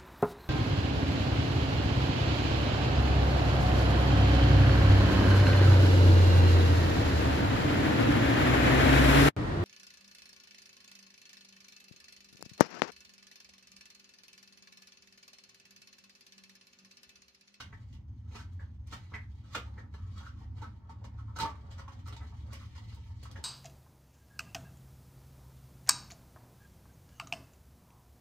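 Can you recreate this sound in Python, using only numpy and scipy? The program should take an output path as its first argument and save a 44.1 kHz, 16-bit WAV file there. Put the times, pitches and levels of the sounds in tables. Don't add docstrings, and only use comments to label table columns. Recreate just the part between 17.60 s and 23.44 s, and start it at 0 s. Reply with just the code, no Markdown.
import sys
import numpy as np
from scipy import signal
from scipy.io import wavfile
from scipy.ndimage import uniform_filter1d

SR = 44100
rng = np.random.default_rng(int(sys.argv[2]) if len(sys.argv) > 2 else 0)


def ratio_of_db(decibels):
    return 10 ** (np.asarray(decibels, float) / 20)


def bounce(signal):
    frames = np.transpose(np.atleast_2d(signal))
    limited = np.clip(frames, -1, 1)
    pcm = np.round(limited * 32767).astype(np.int16)
    wavfile.write(sys.argv[1], SR, pcm)


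N = 257535


def evened(x):
    return x / np.sqrt(np.mean(x ** 2) + 1e-30)


def curve(rows, order=1):
    rows = np.transpose(rows)
    return np.interp(np.arange(N) / SR, rows[0], rows[order])


def read(points, hz):
    f, value = np.transpose(points)
    return np.interp(np.log(hz + 1), np.log(f + 1), value)


def resonate(x, hz, width_hz):
    return signal.lfilter(*signal.iirpeak(hz, hz / max(width_hz, 1), SR), x)


def colour(x, points):
    level_db = np.maximum(read(points, abs(np.fft.fftfreq(4096, 1 / SR))), -100)
    log_gain = np.log(ratio_of_db(level_db))
    taps = np.fft.ifft(np.exp(log_gain - 1j * signal.hilbert(log_gain).imag)).real[:2048]
    return signal.oaconvolve(x, taps / np.linalg.norm(taps))[:N]


def add(mix, start, sound):
    mix[:, start:start + sound.shape[1]] += sound


def air():
    # frequency in Hz, level in dB per Hz.
    room_db = [(65, -44.5), (110, -2.5), (125, -17), (223, -10.5), (281, -17.5), (361, -33.5), (384, -58.5),
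               (703, -43), (865, -33), (1000, -40), (5760, -67.5), (6530, -74), (6950, -77), (16000, -63.5)]
    # frequency in Hz, left-right likeness [0..1].
    likeness = [(30, 0.44), (130, 1), (300, 0.61), (1000, 0.39), (3000, .2), (16000, .1)]
    level_db = -60.5
    frames, hz = N // 256 + 5, np.fft.rfftfreq(1024, 1 / SR)
    a, b, c, d, patches = rng.standard_normal((frames, 513, 5)).T
    patches = evened(uniform_filter1d(uniform_filter1d(patches, 8, 0), 14, 1))
    same = np.clip(read(likeness, hz), -1, 1)[:, None]
    left = a + 1j * b
    right = same * left + np.sqrt(1 - same ** 2) * (c + 1j * d)
    z = np.array([left, right]) * ratio_of_db(read(room_db, hz)[:, None] + 1.6 * patches)
    return ratio_of_db(level_db) * evened(signal.istft(z, nperseg=1024, noverlap=768)[1][:, :N])


def rumble():
    # frequency in Hz, width in Hz, level in dB.
    room_modes = [(35.6, 3.3, -73), (55.3, 13.6, -53), (72.04, 10.6, -44), (89.8, 5.94, -46),
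                  (106.1, 14.1, -46), (127.8, 33, -70)]
    # time in seconds, level in dB.
    swell = [(0.0, -47), (0.32, -45.5), (2.37, -46), (2.44, -42.5), (2.67, -46.5), (2.85, -40),
             (3.27, -51.5), (3.56, -44.5), (5.79, -45.5), (5.84, -50)]
    side_db = -23.5
    push = rng.standard_normal((2, N))
    modes = np.zeros((2, N))
    for hz, width_hz, db in room_modes:
        once = resonate(push, hz, 1.17 * width_hz)
        modes += ratio_of_db(db) * evened(resonate(once, hz, 1.17 * width_hz))
    return (modes[0] + ratio_of_db(side_db) * np.outer([1, -1], modes[1])) * ratio_of_db(curve(swell) + 42)


def whine():
    # time in seconds, level in dB.
    whine_db = [(0, -102), (.25, -99), (.6, -93), (1.9, -98), (2.1, -104), (5.84, -104)]
    tone_hz, width_hz = 6330, 50
    return ratio_of_db(curve(whine_db)) * evened(resonate(rng.standard_normal(N), tone_hz, width_hz))


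def crackle(per_s, spread_db, hiss):
    size = ratio_of_db(spread_db * np.minimum(rng.exponential(1, N), 5)) * rng.choice([-1., 1.], N)
    clicks = evened(size * (rng.random(N) < per_s / SR))
    return evened(clicks + hiss * rng.standard_normal(N))


def clumps(per_s, depth_db):
    lowpass = signal.butter(2, per_s, fs=SR, output="sos")
    chance = signal.sosfilt(lowpass, rng.standard_normal(N))
    return ratio_of_db(depth_db * evened(chance))


def sagging(x, t, hz, width_hz, sag_per_s):
    note_hz = hz * (1 - sag_per_s * np.clip(t, 0, .1))
    turn = np.exp(2j * np.pi * np.cumsum(note_hz) / SR)
    r = np.exp(-np.pi * width_hz / SR)
    return (turn * signal.lfilter([(1 - r) ** 2], [1, -2 * r, r * r], x / turn)).real


def patchy(x, patchy_db):
    z = signal.stft(x, nperseg=256)[2]
    noise = rng.standard_normal(z.shape[::-1]).T
    patches = uniform_filter1d(uniform_filter1d(noise, 5, 0), 7, 1)
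    return signal.istft(z * ratio_of_db(patchy_db * evened(patches) - patchy_db), nperseg=256)[1][:N]


def glove_moves():
    # start in seconds, peak in dB, glove hollow in Hz, crackle in dB, length in seconds.
    taut_slips = [(0.002, -37.5, 1335, -6, 0.0064), (0.788, -49.5, 1470, -9.5, 0.028),
                  (0.92, -71, 1250, -2, 0.014), (1.44, -67.5, 2110, -20.5, 0.054),
                  (1.842, -64, 1280, -13.5, 0.024), (1.924, -54, 1190, -9, 0.07),
                  (1.95, -26.5, 1265, -11, 0.01), (2.396, -63, 1240, -17, 0.16),
                  (2.569, -52, 1170, -10, 0.033), (2.63, -50.5, 1300, -19.5, 0.014),
                  (2.661, -45, 1330, -18, 0.02), (2.771, -60.5, 1050, -22, 0.024),
                  (3.017, -41.5, 866, -15.5, 0.0077), (3.586, -51, 1170, -19, 0.018),
                  (3.682, -55.5, 980, -31, 0.035), (4.179, -52, 1000, -11, 0.017),
                  (4.392, -68.5, 1010, 2, 0.01), (4.565, -47.5, 800, -8, 0.0032),
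                  (4.902, -56.5, 1280, -35, 0.023), (5.013, -53, 1150, -22, 0.032),
                  (5.05, -71, 1000, 2.5, 0.011), (5.285, -80.5, 759, 8, 0.075),
                  (5.655, -42, 1000, -14.5, 0.004)]
    slaps = [(0.127, -46.5, 1820, -24.5, 0.013), (0.712, -63, 2280, -6, 0.063),
             (0.996, -50, 1670, -23, 0.027), (1.267, -69, 1040, 0.5, 0.18), (1.54, -35, 2026, -23, 0.019),
             (2.176, -47.5, 1810, -24, 0.029), (2.341, -53.5, 1430, -9.5, 0.013),
             (3.296, -45, 886, -17, 0.013), (3.443, -48.5, 1194, -11.5, 0.0072),
             (3.762, -39.5, 1300, -6, 0.0073), (3.787, -34, 1150, -20, 0.017),
             (4.28, -39.5, 1020, -27.5, 0.009), (4.459, -53, 1280, -12, 0.029),
             (4.478, -45, 1060, -14, 0.01), (5.156, -51, 1140, -8.5, 0.0088),
             (5.629, -66.5, 2000, 11, 0.012), (5.718, -62, 1020, -5, 0.011),
             (5.759, -44, 1780, -15.5, 0.014), (5.783, -55, 406, -41, 0.029)]
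    loose_slips = [(0.214, -77, 907, 0.5, 0.018), (0.328, -72, 890, 3.5, 0.022),
                   (0.679, -72, 1500, -8.5, 0.05), (0.751, -47, 1240, -7, 0.016),
                   (1.325, -41, 1210, -6, 0.015), (1.52, -51, 860, -23, 0.011),
                   (2.602, -52, 1280, -19, 0.0096), (2.808, -62.5, 786, -13, 0.034),
                   (2.974, -63, 915, -4, 0.031), (3.025, -43.5, 1270, -22, 0.021),
                   (3.8, -37, 870, -4, 0.029), (3.828, -32, 840, -38, 0.0093),
                   (3.855, -32.5, 1055, -20.5, 0.012), (3.892, -48, 1030, -21, 0.021),
                   (4.111, -62, 1070, 0, 0.025), (4.192, -45, 960, -21, 0.013),
                   (4.317, -61, 790, -8, 0.016), (4.523, -49.5, 1280, -12, 0.015),
                   (4.608, -56.5, 2020, -23, 0.034), (4.727, -55, 730, -41, 0.013),
                   (4.927, -49, 1036, -4.5, 0.017), (5.179, -47, 930, -13.5, 0.0061),
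                   (5.326, -58.5, 940, -26, 0.01)]
    swell_share, slap_rise_s = 0.35, 0.0029
    moves = [(row, 2.15, 0.072, swell_share * row[4]) for row in loose_slips]
    moves += [(row, -3, 0.68, swell_share * row[4]) for row in taut_slips]
    moves += [(row, 3.6, 0.58, slap_rise_s) for row in slaps]
    return moves


def gloves():
    # time in seconds, hand effort in dB, dryness of the rubbing in dB.
    rustle = [(0.0, -68, -10), (0.29, -69.5, -11.5), (0.45, -73, -14.5), (0.88, -66.5, -13.5),
              (1.3, -73.5, -13), (1.6, -78, -1.5), (1.9, -63.5, -17), (2.1, -56, -21.5), (2.39, -70, -17.5),
              (2.52, -65, -9), (2.7, -70.5, -9), (3.37, -62, -23), (3.99, -59, -19.5), (4.3, -58, -18.5),
              (4.5, -64, -11.5), (4.96, -58.5, -10.5), (5.4, -66, -6), (5.84, -58, -16)]
    # frequency in Hz, level in dB per Hz.
    flap_colour = [(71, -28), (120, 1.5), (325, -3), (773, -1.5), (909, 1), (1180, -2.5), (1310, -7.5),
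                   (1810, -12), (4000, -33), (5200, -59), (8800, -120)]
    # frequency in Hz, level in dB per Hz.
    skin_colour = [(1180, -23.5), (2000, 1.5), (2640, -4), (3010, -1), (4120, -1.5), (5030, -3.5),
                   (7510, -10), (10100, -21), (15200, -22.5), (16000, -25)]
    # frequency in Hz, level in dB per Hz.
    fizz_colour = [(7500, -27), (9000, 5.5), (12000, 2), (15500, 6)]
    settle_db, settle_s = -23, 0.05
    fizz_db, fizz_per_dry = -13.5, 1.6
    low, high, fine = crackle(1500, 3.43, 0.87), crackle(2500, 4.76, 0.47), crackle(5000, 2.9, .8)
    effort_db, dry_db = curve(rustle), curve(rustle, order=2)
    hollow = np.zeros(N)
    flap = ratio_of_db(effort_db - 9.5) * clumps(17, 2.4)
    skin = ratio_of_db(effort_db + dry_db) * clumps(25, 2.8)
    clock = np.arange(N) / SR
    for (s, db, hz, skin_db, length_s), flap_db, follow, rise_s in glove_moves():
        part = slice(max(round((s - .1) * SR), 0), round((s + .3) * SR))
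        t = clock[part] - s
        force = np.exp(np.where(t < 0, t / max(rise_s, 1e-4), -(t / max(length_s, 1e-3)) ** 2))
        linger = force + .22 * (t > 0) * np.exp(-abs(t) / (2.2 * length_s))
        pop = sagging(linger * low[part], t, 1.03 * hz, .27 * hz, 1.6)
        hollow[part] += ratio_of_db(db - 9.) * pop * np.linalg.norm(force) / np.linalg.norm(pop)
        shake = force + ratio_of_db(settle_db) * (t > 0) * np.exp(-abs(t) / settle_s)
        flap[part] += ratio_of_db(db + flap_db + follow * skin_db - 5.5) * shake
        skin[part] += ratio_of_db(db + skin_db + 2.0) * shake
    fizz = ratio_of_db(effort_db + fizz_db + fizz_per_dry * dry_db) * clumps(20, 3.2)
    sheet = colour(flap * low, flap_colour)
    sheet += colour(skin * high, skin_colour)
    sheet += colour(fizz * fine, fizz_colour)
    return hollow, patchy(sheet, 1.8)


def tail():
    # frequency in Hz, t60 in seconds.
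    tiles = [(200, 0.084), (800, 0.22), (2100, 0.23), (5500, 0.15), (14000, 0.13)]
    taps = np.zeros((2, SR // 2))
    at = np.arange(30, SR // 2 - 20, 20) + rng.integers(0, 20, (2, (SR // 2 - 31) // 20))
    np.put_along_axis(taps, at, rng.choice([-1., 1.], at.shape), 1)
    hz, t, z = signal.stft(taps, SR, nperseg=256)
    decay = ratio_of_db(-60 * t / read(tiles, hz)[:, None])
    echo = signal.istft(z * decay, SR, nperseg=256)[1]
    return echo / np.linalg.norm(echo[0])


def kitchen(x):
    # frequency in Hz, width in Hz, level in dB, left-right difference in dB.
    cabinets = [(221, 16, 4, 0), (295, 25, 4, 0), (420, 40, 2, 0), (545, 16, 5, 0), (909, 14, 9, -4),
                (1108, 14, 3, 2), (1300, 18, 11, -2), (3850, 20, 2, 0)]
    turn = 2 * np.pi * 1.3 * np.arange(N) / SR
    wet, rings = np.zeros((2, N)), np.zeros((2, N))
    for k in range(3):
        path = np.sqrt(2 / 3) * np.cos(turn + 2 * np.pi * k / 3)
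        wet += signal.fftconvolve((x * path)[None], tail(), axes=1)[:, :N]
    for hz, width_hz, db, pan_db in cabinets:
        rings += ratio_of_db([[db + pan_db / 2], [db - pan_db / 2]]) * resonate(x, hz, width_hz)
    direct = np.array([x, np.roll(x, 2)])
    return (ratio_of_db(-8.) * direct + ratio_of_db(1.5) * wet + rings) * ratio_of_db([[-.8], [.8]])


def ticks():
    # start in seconds, peak in dB, frequency in Hz.
    folds = [(0.932, -66.5, 6620), (1.272, -54.5, 6560), (1.54, -65, 3580), (1.95, -51, 9000),
             (3.765, -59, 3900), (3.788, -36, 5050), (4.475, -51, 6940), (4.556, -67, 9000),
             (4.931, -46.5, 10200), (5.056, -67, 7800), (5.347, -55, 8700), (5.633, -49.5, 10400),
             (5.714, -47, 4950), (5.832, -59, 6760)]
    out, t = np.zeros((2, N)), np.arange(300) / SR
    for s, db, hz in folds:
        spit = rng.standard_normal((2, 300)) * np.exp(-t / .0016)
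        add(out, round(s * SR), ratio_of_db(db) * resonate(spit, hz, 1.1 * hz))
    return out


def thuds():
    # start in seconds, peak in dB, length in seconds.
    hand_slaps = [
        (1.33, -57, 0.039),
        (1.948, -38, 0.031),
        (3.449, -52.5, 0.012),
    ]
    hz, width_hz, rise_s = 263, 720, 0.0072
    out, t = np.zeros((2, N)), np.arange(SR // 8) / SR
    for s, db, length_s in hand_slaps:
        push = rng.standard_normal(len(t)) * np.minimum(t / rise_s, 1) * np.exp(-t / length_s)
        dull = resonate(resonate(push, hz, width_hz), hz, width_hz)
        add(out, round(s * SR), ratio_of_db(db + 15.5) * dull * ratio_of_db([[-1.], [1.]]))
    return out


def scene():
    background = air() + rumble() + whine()
    pops, sheet = gloves()
    tick = ticks()
    straight = ratio_of_db(-2.5) * pops + ratio_of_db(-1.) * tick
    return kitchen(pops + sheet + tick[0]) + straight + background + thuds()


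def top_cut(x):
    return signal.sosfilt(signal.butter(12, 16500, fs=SR, output="sos"), x)


def record(dry):
    lowpass = signal.firwin(511, 15900, window=("kaiser", 5), fs=SR)
    limited = signal.oaconvolve(dry, lowpass[None], "same")
    return top_cut(limited)


dry = scene()
out = record(dry)
bounce(out)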